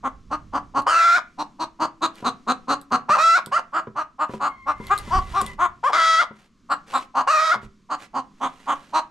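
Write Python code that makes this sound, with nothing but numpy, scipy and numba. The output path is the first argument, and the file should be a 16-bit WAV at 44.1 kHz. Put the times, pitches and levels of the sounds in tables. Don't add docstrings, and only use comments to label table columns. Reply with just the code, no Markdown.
import sys
import numpy as np
from scipy import signal
from scipy.fft import rfft, irfft
from scipy.io import wavfile
from scipy.ndimage import uniform_filter1d, minimum_filter1d, map_coordinates
from numba import njit

SR = 44100
rng = np.random.default_rng(int(sys.argv[2]) if len(sys.argv) > 2 else 0)


def to_wav(sig):
    pcm = np.clip(np.atleast_2d(sig), -1, 1) * 32767
    pcm = np.round(pcm).astype(np.int16)
    wavfile.write(sys.argv[1], SR, pcm.T)


N = 401310
TIME = np.arange(N) / SR


# pitch_hz, roughness (0 to 1)
ROUGHNESS_BY_PITCH = [(295, .78), (375, .28)]
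# time_s, level_db
CHEST_TONE = [(0, -14), (2.7, -11), (3.7, -23), (5.6, -26), (7.85, -22), (8.2, -13.5), (9, -24)]
# start_s, length_s, level_db, pitch_hz, throat_hz, rasp_db, beak_hz, upper_beak_hz
HEN_CLUCKS = [(0.04, 0.039, -25.5, 268.8, 1246, -26.5, 3260, 6300),
              (0.313, 0.041, -25.5, 297, 1248, -24, 4630, 6370),
              (0.536, 0.047, -23.5, 283.6, 1212, -27, 4670, 6200),
              (0.75, 0.051, -21.5, 288, 1196, -23, 4540, 6290),
              (1.387, 0.04, -27.5, 299.8, 1077, -14.5, 4030, 5670),
              (1.598, 0.045, -27, 333.4, 1160, -11.5, 4130, 5930),
              (1.801, 0.054, -22, 320.8, 1190, -17.5, 4560, 6500),
              (2.02, 0.041, -21.5, 329.8, 1260, -9.5, 3970, 6540),
              (2.246, 0.044, -22, 246.2, 1258, -11.5, 4150, 6550),
              (2.477, 0.044, -20.5, 260.6, 1296, -13.5, 4060, 6580),
              (2.685, 0.055, -20.5, 292.1, 1310, -13.5, 4270, 6370),
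              (2.917, 0.042, -17.5, 242.2, 1302, -18, 4240, 6140),
              (3.735, 0.065, -21.5, 325.7, 1360, -29, 4500, 6900),
              (3.962, 0.062, -24.5, 315, 1276, -27.5, 4240, 6000),
              (4.195, 0.052, -22, 310, 1243, -29.5, 4230, 7070),
              (4.407, .076, -21.5, 294.8, 1267, -24.5, 4330, 6850),
              (4.67, 0.049, -21.5, 310.6, 1265, -30, 3960, 5650),
              (4.906, 0.031, -14.5, 411.8, 1380, -30, 3650, 6850),
              (5.113, 0.077, -18, 382, 1190, -26.5, 4640, 5670),
              (5.343, .072, -20.5, 390, 1275, -23, 3790, 5560),
              (5.593, 0.069, -18.5, 358, 1262, -25.5, 3330, 6540),
              (6.701, 0.039, -21, 300.8, 1322, -19.5, 4240, 7420),
              (6.936, 0.046, -20.5, 264.6, 1264, -18, 3980, 7650),
              (7.152, 0.065, -19.5, 284.6, 1180, -25, 4470, 6330),
              (7.901, 0.05, -25.5, 302, 1244, -20, 4340, 6460),
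              (8.144, .057, -26, 274.2, 1140, -23.5, 4520, 6430),
              (8.413, 0.059, -24, 278.6, 1200, -18, 3280, 6270),
              (8.675, 0.059, -22, 299.8, 1210, -20, 3070, 6360),
              (8.937, 0.059, -19, 325, 1166, -18, 4170, 6160)]

def cluck(start_s, length_s, level_db, pitch_hz, throat_hz, rasp_db, beak_hz, upper_beak_hz):
    t = np.arange(-.02, .12, 1 / SR)
    lead_s, end_s = .012, length_s + .012
    opening = np.interp(t, [-lead_s, .35 * length_s, .83 * length_s, end_s], [.054, .94, 1, .34])
    rough = curve(pitch_hz, ROUGHNESS_BY_PITCH) * (1.3 - .5 * opening)
    hz = pitch_hz * (.78 + .22 * opening) * (1 + .025 * wander(len(t), 70))
    pulses = voice_box(hz, rough, jitter=.07, shimmer_db=2.6, breath=.35)
    effort = gain(np.interp(t, [-lead_s, 0, .42 * length_s, .81 * length_s, length_s, end_s],
                            [-29.5, -6.5, 3.5, .5, .5, -30.5], left=-np.inf, right=-np.inf))
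    rise = .76 + .17 * opening
    throat = unit(effort * steady(formant(pulses, throat_hz * rise, 297), span_s=.0062))
    low = unit(effort * formant(pulses, 790 * rise, 240))
    chest = unit(effort * cut(formant(pulses, 250, 400), 450, "low"))
    snap = np.interp(t, [-.004, .005, .45 * length_s, length_s + .001, length_s + .008],
                     [0, .3, .8, .55, 0])
    gape = 1 + .02 * wander(len(t), 25)
    pipe = unit(snap * formant(pulses, .65 * beak_hz * gape, 800))
    beak = unit(snap * formant(pulses, beak_hz * gape, 650))
    sizzle = gain(-23) * formant(pulses, 11660, 2400) - gain(-8) * formant(pulses, 7980, 2700)
    upper = unit(snap * (formant(pulses, upper_beak_hz * gape, 1000) + sizzle))
    chest_db = curve(start_s, CHEST_TONE)
    body = throat - gain(-8.5 + .18 * chest_db) * low - gain(chest_db + 3.5) * chest
    rasp = gain(rasp_db) * beak - gain(-21.5 + .28 * rasp_db) * pipe
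    rasp -= gain(-13.5 + .63 * rasp_db) * upper
    sounding_share = (lead_s + end_s) / np.ptp(t)
    return start_s + t[0], gain(level_db - 1) * np.sqrt(sounding_share) * (body + rasp)


# centre_hz, width_hz, level_db
WINDPIPE_RINGS = [(2420, 403, 7), (3857, 890, 3), (5420, 1050, -5), (6900, 2680, -8.5), (11960, 3500, -30)]
# start_s, length_s, attack_s, level_db, pitch_hz, climb_hz_per_s, roughness (0 to 1),
# settle_s, flutter_share, rasp_db, tuning_factor, stretch_share
HEN_SQUAWKS = [(.864, .328, 0.0026, -16, 652.6, 128, 0.4, 0.069, 0.0096, -14.5, 0.96, 0.3),
               (3.084, 0.085, .025, -11.5, 611, -4, 0.15, 0.022, 0.018, -19, 1.07, 0.018),
               (3.172, 0.22, .022, -13.5, 651.2, 120.5, 0.11, 0.029, 0.0069, -14.5, 0.99, 0.024),
               (3.514, 0.084, 0.018, -18, 634, 9.5, 0.08, 0.022, 0.0076, -19, 1.15, 0.022),
               (5.83, .08, 0.012, -17.5, 562.5, -5, 0, 0.013, 0.0088, -27, 1.3, 0.037),
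               (5.917, 0.32, .02, -15.5, 658.4, -28, 0.17, 0.098, 0.006, -11, 0.865, 0.062),
               (7.268, 0.29, 0.0076, -16, 634.7, 19, 0.26, 0.017, 0.026, -15.5, .93, 0.25)]

def squawk(start_s, length_s, attack_s, level_db, pitch_hz, climb_hz_per_s, roughness,
           settle_s, flutter_share, rasp_db, tuning_factor, stretch_share):
    t = np.arange(0, .4, 1 / SR)
    break_s, release_s, rasp_attack_s = .029, .0076, .018
    past_break = t - (length_s - break_s)
    scoop = .28 * np.exp(-t / .018)
    flick = .098 * np.exp(-(past_break / .014) ** 2)
    broken = np.clip(past_break / break_s, 0, 1)
    hz = (pitch_hz + climb_hz_per_s * t) * (1 - scoop + flick - .19 * broken)
    rough = np.clip(roughness + .7 * np.exp(-(t / settle_s) ** 2) + 2 * broken, 0, 1)
    waver_hz = hz * (1 + flutter_share * wander(len(t), 55) + .022 * rough * wander(len(t), 110))
    pulses = voice_box(waver_hz, rough, jitter=.07, shimmer_db=4, breath=.55)
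    pulses *= 1 + .55 * rough * np.cos(np.pi * np.cumsum(waver_hz) / SR)
    throat = formant(pulses, 2 * hz, 460) - gain(-17) * formant(pulses, 630, 330)
    throat = steady(throat - gain(-20) * rough * formant(pulses, 430, 390), span_s=.038)
    neck = tuning_factor * (1 + stretch_share * np.exp(-(t / .12) ** 2))
    neck *= 1 + .022 * wander(len(t), 25)
    pipe = sum(-(-1) ** k * gain(db) * formant(pulses, centre_hz * neck, width_hz)
               for k, (centre_hz, width_hz, db) in enumerate(WINDPIPE_RINGS))
    rasp = gain(rasp_db) * np.minimum(t / rasp_attack_s, 1) * steady(pipe, span_s=.062)
    fade = np.interp(t, [0, attack_s, length_s, length_s + release_s], [0, 1, 1, 0])
    return start_s, fade * gain(level_db - 9.5 * broken) * (throat + rasp)


def voice_box(hz, rough, jitter, shimmer_db, breath):
    size = len(hz)
    phase = np.cumsum(hz) / SR
    cycles = np.arange(int(phase[-1]) + 1)
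    chance = rng.standard_normal((size // 20, 2))[:len(cycles)]
    loose = np.interp(cycles, phase, rough)
    centres = np.interp(cycles + jitter * loose * chance[:, 0], phase, np.arange(size))
    strength = gain(shimmer_db * loose * chance[:, 1])
    taps = centres.astype(int)[:, None] + np.arange(-8, 9)
    offset = taps - centres[:, None]
    shape = np.sinc(offset) * np.cos(np.pi * offset / 18) ** 2
    pulses = np.zeros(size)
    np.add.at(pulses, np.clip(taps, 0, size - 1), shape * strength[:, None])
    puffs = signal.lfilter([1], [1, -np.exp(-1 / (.0028 * SR))], pulses)
    return unit(pulses) + breath * rough * unit(puffs * rng.standard_normal(size))


# pitch_hz, ring_s (time to fade by 60 dB), level_db
BOARD_NOTES = [(146, 0.085, -8.5), (173, 0.18, -5), (213.2, 0.3, 0), (275, 0.0094, -1), (389, 0.43, -7),
               (560, .05, -32), (973, .04, -2.5)]
# start_s, level_db
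KNOCKS = [(2.226, -37.5), (3.095, -34.5), (3.47, -40.5), (3.87, -37), (4.294, -36), (4.337, -32.5),
          (4.8, -35.5), (5.075, -40), (5.42, -34.5), (6.308, -43), (7.555, -39.5), (7.63, -48.5)]

def knock(start_s, level_db):
    push = burst(decay_s=.008)
    wood = sum(gain(db) * unit(ring(push, hz, np.log(1000) / np.pi / ring_s))
               for hz, ring_s, db in BOARD_NOTES)
    return start_s, gain(level_db - 7) * unit(cut(wood, 1100, "low"))


# start_s, level_db
CLAW_TICKS = [(0.821, -52.5), (2.156, -53), (2.814, -49), (3.461, -39), (4.869, -43.5), (4.978, -34),
              (4.987, -37.5), (5.415, -31.5), (5.464, -36)]

def tick(start_s, level_db):
    crack = burst(decay_s=.00068)
    bright = formant(crack, 4000, 1800) + gain(-4) * formant(crack, 8500, 7000)
    return start_s, gain(level_db - 14) * unit(bright + gain(-9) * ring(crack, 1500, 900))


# start_s, length_s, level_db
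STRAW_RUSTLES = [(2.123, 0.13, -53), (4.277, .12, -51.5), (4.741, 0.61, -48), (5.215, 0.35, -46),
                 (6.319, .17, -61.5), (6.86, 0.2, -45), (7.61, 0.06, -55.5), (7.977, .1, -48),
                 (8.308, 0.78, -57)]

def rustle(start_s, length_s, level_db):
    size = int(length_s * SR)
    swell = np.sin(np.linspace(0, np.pi, size))
    stalks = rng.standard_normal(size) * gain(3 * wander(size, 300)) * swell
    straw = formant(stalks, 680, 3500) + gain(-22) * formant(stalks, 5600, 5000)
    return start_s, gain(level_db) * unit(straw)


# time_s, level_db
WHINE_LEVELS = [(4.45, -47), (4.87, -46), (5.3, -54.5), (5.52, -39.5), (5.56, -83)]

def far_bird():
    pitch_hz, sink_hz_per_s = 1076, 80
    times, levels = np.transpose(WHINE_LEVELS)
    hz = pitch_hz - sink_hz_per_s * (np.clip(TIME, times[0], times[-1]) - times[0])
    phase = 2 * np.pi * np.cumsum(hz * (1 + .014 * wander(N, 150))) / SR
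    tone = sum(gain(db) * np.sin(k * phase) for k, db in enumerate([-5, 0, -24, -27], start=1))
    return tone * gain(np.interp(TIME, times, levels, left=-200, right=-200) + 2 * wander(N, 25))


# delay_s, level_db
WALL_BOUNCES = [(.0021, -31), (.0037, -24), (.0058, -31), (.0094, -21.5)]
# band_hz, ring_s (time to fade by 60 dB), level_db
ECHO_BANDS = [(149.3, 0.35, 6.5), (284, .4, 0), (610, 0.26, 0.5), (1260, 0.26, -2), (2140, 0.31, -3.5),
              (4160, 0.31, -13.5), (7900, .22, -14), (14000, 0.05, -20)]

def coop_echo(sound, early_db, tail_db):
    size = int(.5 * SR)
    t = np.arange(size) / SR
    noise = rng.standard_normal((3, size))
    blur = noise[0] + .3 * noise[1:] + .83 * cut(noise[1:], 1900, "high", order=1)
    centres = [row[0] for row in ECHO_BANDS]
    tail = 0
    for share, (_, ring_s, db) in zip(np.eye(len(centres)), ECHO_BANDS):
        band = irfft(rfft(blur) * over_hz(list(zip(centres, share)), size), size)
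        tail += band * gain(db) * 1000 ** (-t / ring_s)
    tail *= np.minimum(t / .0068, 1)
    early = cut(blur, 1000, "high", order=1) * np.exp(-t / .014) * (t > .001)
    echo = (gain(early_db) * unit(early) + gain(tail_db) * unit(tail)) / np.sqrt(size)
    for delay_s, db in WALL_BOUNCES:
        echo[:, int(delay_s * SR)] += gain(db)
    return sound + signal.fftconvolve(sound[None], echo, axes=1)[:, :N]


# peak_s, half_length_s, level_db
CAMERA_MOVES = [(.4, 0.45, -47.5), (5.171, 0.035, -26), (5.214, 0.38, -38.5), (7.654, 0.03, -39)]

def camera_rumble(tremor_db):
    shake = cut(cut(rng.standard_normal(N), 31, "low", order=1), 210, "low")
    moves = sum(gain(db) * np.exp(-((TIME - peak_s) / half_s) ** 2)
                for peak_s, half_s, db in CAMERA_MOVES)
    return unit(cut(shake, 25, "high")) * (gain(tremor_db) + moves)


# frequency_hz, level_db
AIR_TONE = [(18, 4.5), (30, -17), (71, -22.5), (147, -6), (211, 1.5), (288, -6.5), (837, -35), (1090, -15),
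            (1600, -26), (6530, -30), (15000, -55.5)]

def farm_air(level_db):
    noise = irfft(rfft(rng.standard_normal((3, N))) * gain(over_hz(AIR_TONE, N)), N)
    return gain(level_db + 2 * wander(N, 3)) * unit(noise[0] + .19 * noise[1:])


def play(source, table):
    track = np.zeros(N)
    for row in table:
        start_s, sound = source(*row)
        i = max(int(start_s * SR), 0)
        track[i:i + len(sound)] += sound[:N - i]
    return track


def gain(db):
    return 10 ** (np.asarray(db) / 20)


def unit(x):
    return x / np.sqrt(np.mean(x ** 2) + 1e-18)


def steady(x, span_s):
    return x / np.sqrt(np.abs(uniform_filter1d(x ** 2, int(span_s * SR))) + 1e-12)


def cut(x, hz, keep, order=2):
    return signal.sosfilt(signal.butter(order, hz, keep, fs=SR, output="sos"), x)


def curve(at, table):
    return np.interp(at, *np.transpose(table))


def over_hz(table, size):
    hz, value = np.transpose(table)
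    return np.interp(np.log(np.fft.rfftfreq(size, 1 / SR) + 1), np.log(hz), value)


@njit
def band_pass(x, hz, width_hz):
    y, band, low = np.empty(len(x)), 0., 0.
    for i in range(len(x)):
        step, damping = np.tan(np.pi * hz[i] / SR), width_hz / hz[i]
        swing = (band + step * (x[i] - low)) / (1 + step * (step + damping))
        band, low, y[i] = 2 * swing - band, low + 2 * step * swing, damping * swing
    return y


def ring(x, hz, width_hz):
    return band_pass(x, np.minimum(hz * np.ones(len(x)), .45 * SR), float(width_hz))


def formant(x, hz, width_hz):
    return ring(ring(x, hz, width_hz), hz, width_hz)


def wander(size, rate_hz):
    at = np.arange(size) * rate_hz / SR
    return map_coordinates(rng.standard_normal(int(at[-1]) + 3), [at], order=3, mode="nearest")


def burst(decay_s):
    t = np.arange(int(.2 * SR)) / SR
    return rng.standard_normal(len(t)) * np.exp(-t / decay_s)


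# frequency_hz, left_minus_right_db
MIC_BALANCE = [(60, 6), (110, -1.5), (200, 1.1), (380, 1), (700, -0.5), (1290, 1.5), (2380, -1.5),
               (4400, -1.5), (8120, -1), (15000, 3)]
# frequency_hz, left_lead_radians
MIC_LEAD = [(0, 0), (780, 0.1), (1380, -0.5), (1980, -1.4), (2580, -0.0), (3620, -0.7), (6550, 0.0),
            (7920, -0.1), (11800, 0.1), (14900, -0.0), (15900, 0.0)]
# time_s, left_minus_right_db
HEN_POSITION = [(0, -0.5), (2.7, 0.2), (3.6, -2), (5.1, 1.5), (6.2, 1), (7.5, -0.5), (8.1, -2.5), (9.1, -2)]

def scene():
    hen = play(cluck, HEN_CLUCKS) + play(squawk, HEN_SQUAWKS)
    scuffle = play(knock, KNOCKS) + play(tick, CLAW_TICKS) + play(rustle, STRAW_RUSTLES)
    sounds = coop_echo(hen + scuffle + far_bird(), early_db=-7.5, tail_db=-19)
    sides = np.array([[.5], [-.5]])
    lead = curve(np.fft.rfftfreq(N, 1 / SR), MIC_LEAD)
    mics = gain(sides * over_hz(MIC_BALANCE, N)) * np.exp(1j * sides * lead)
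    inside = irfft(rfft(sounds) * mics, N) * gain(sides * curve(TIME, HEN_POSITION))
    return inside + farm_air(level_db=-57.5) + camera_rumble(tremor_db=-66) * gain(-4 * sides)


def record(dry):
    ceiling, span, top_hz = .45, int(.005 * SR), 15700
    volume = np.minimum(1, ceiling / (np.abs(dry).max(axis=0) + 1e-9))
    volume = uniform_filter1d(minimum_filter1d(volume, span), span)
    soft = cut(dry * volume, 13500, "low", order=4)
    return signal.sosfilt(signal.ellip(8, .2, 70, top_hz, fs=SR, output="sos"), soft)


dry = scene()
out = record(dry)
to_wav(out)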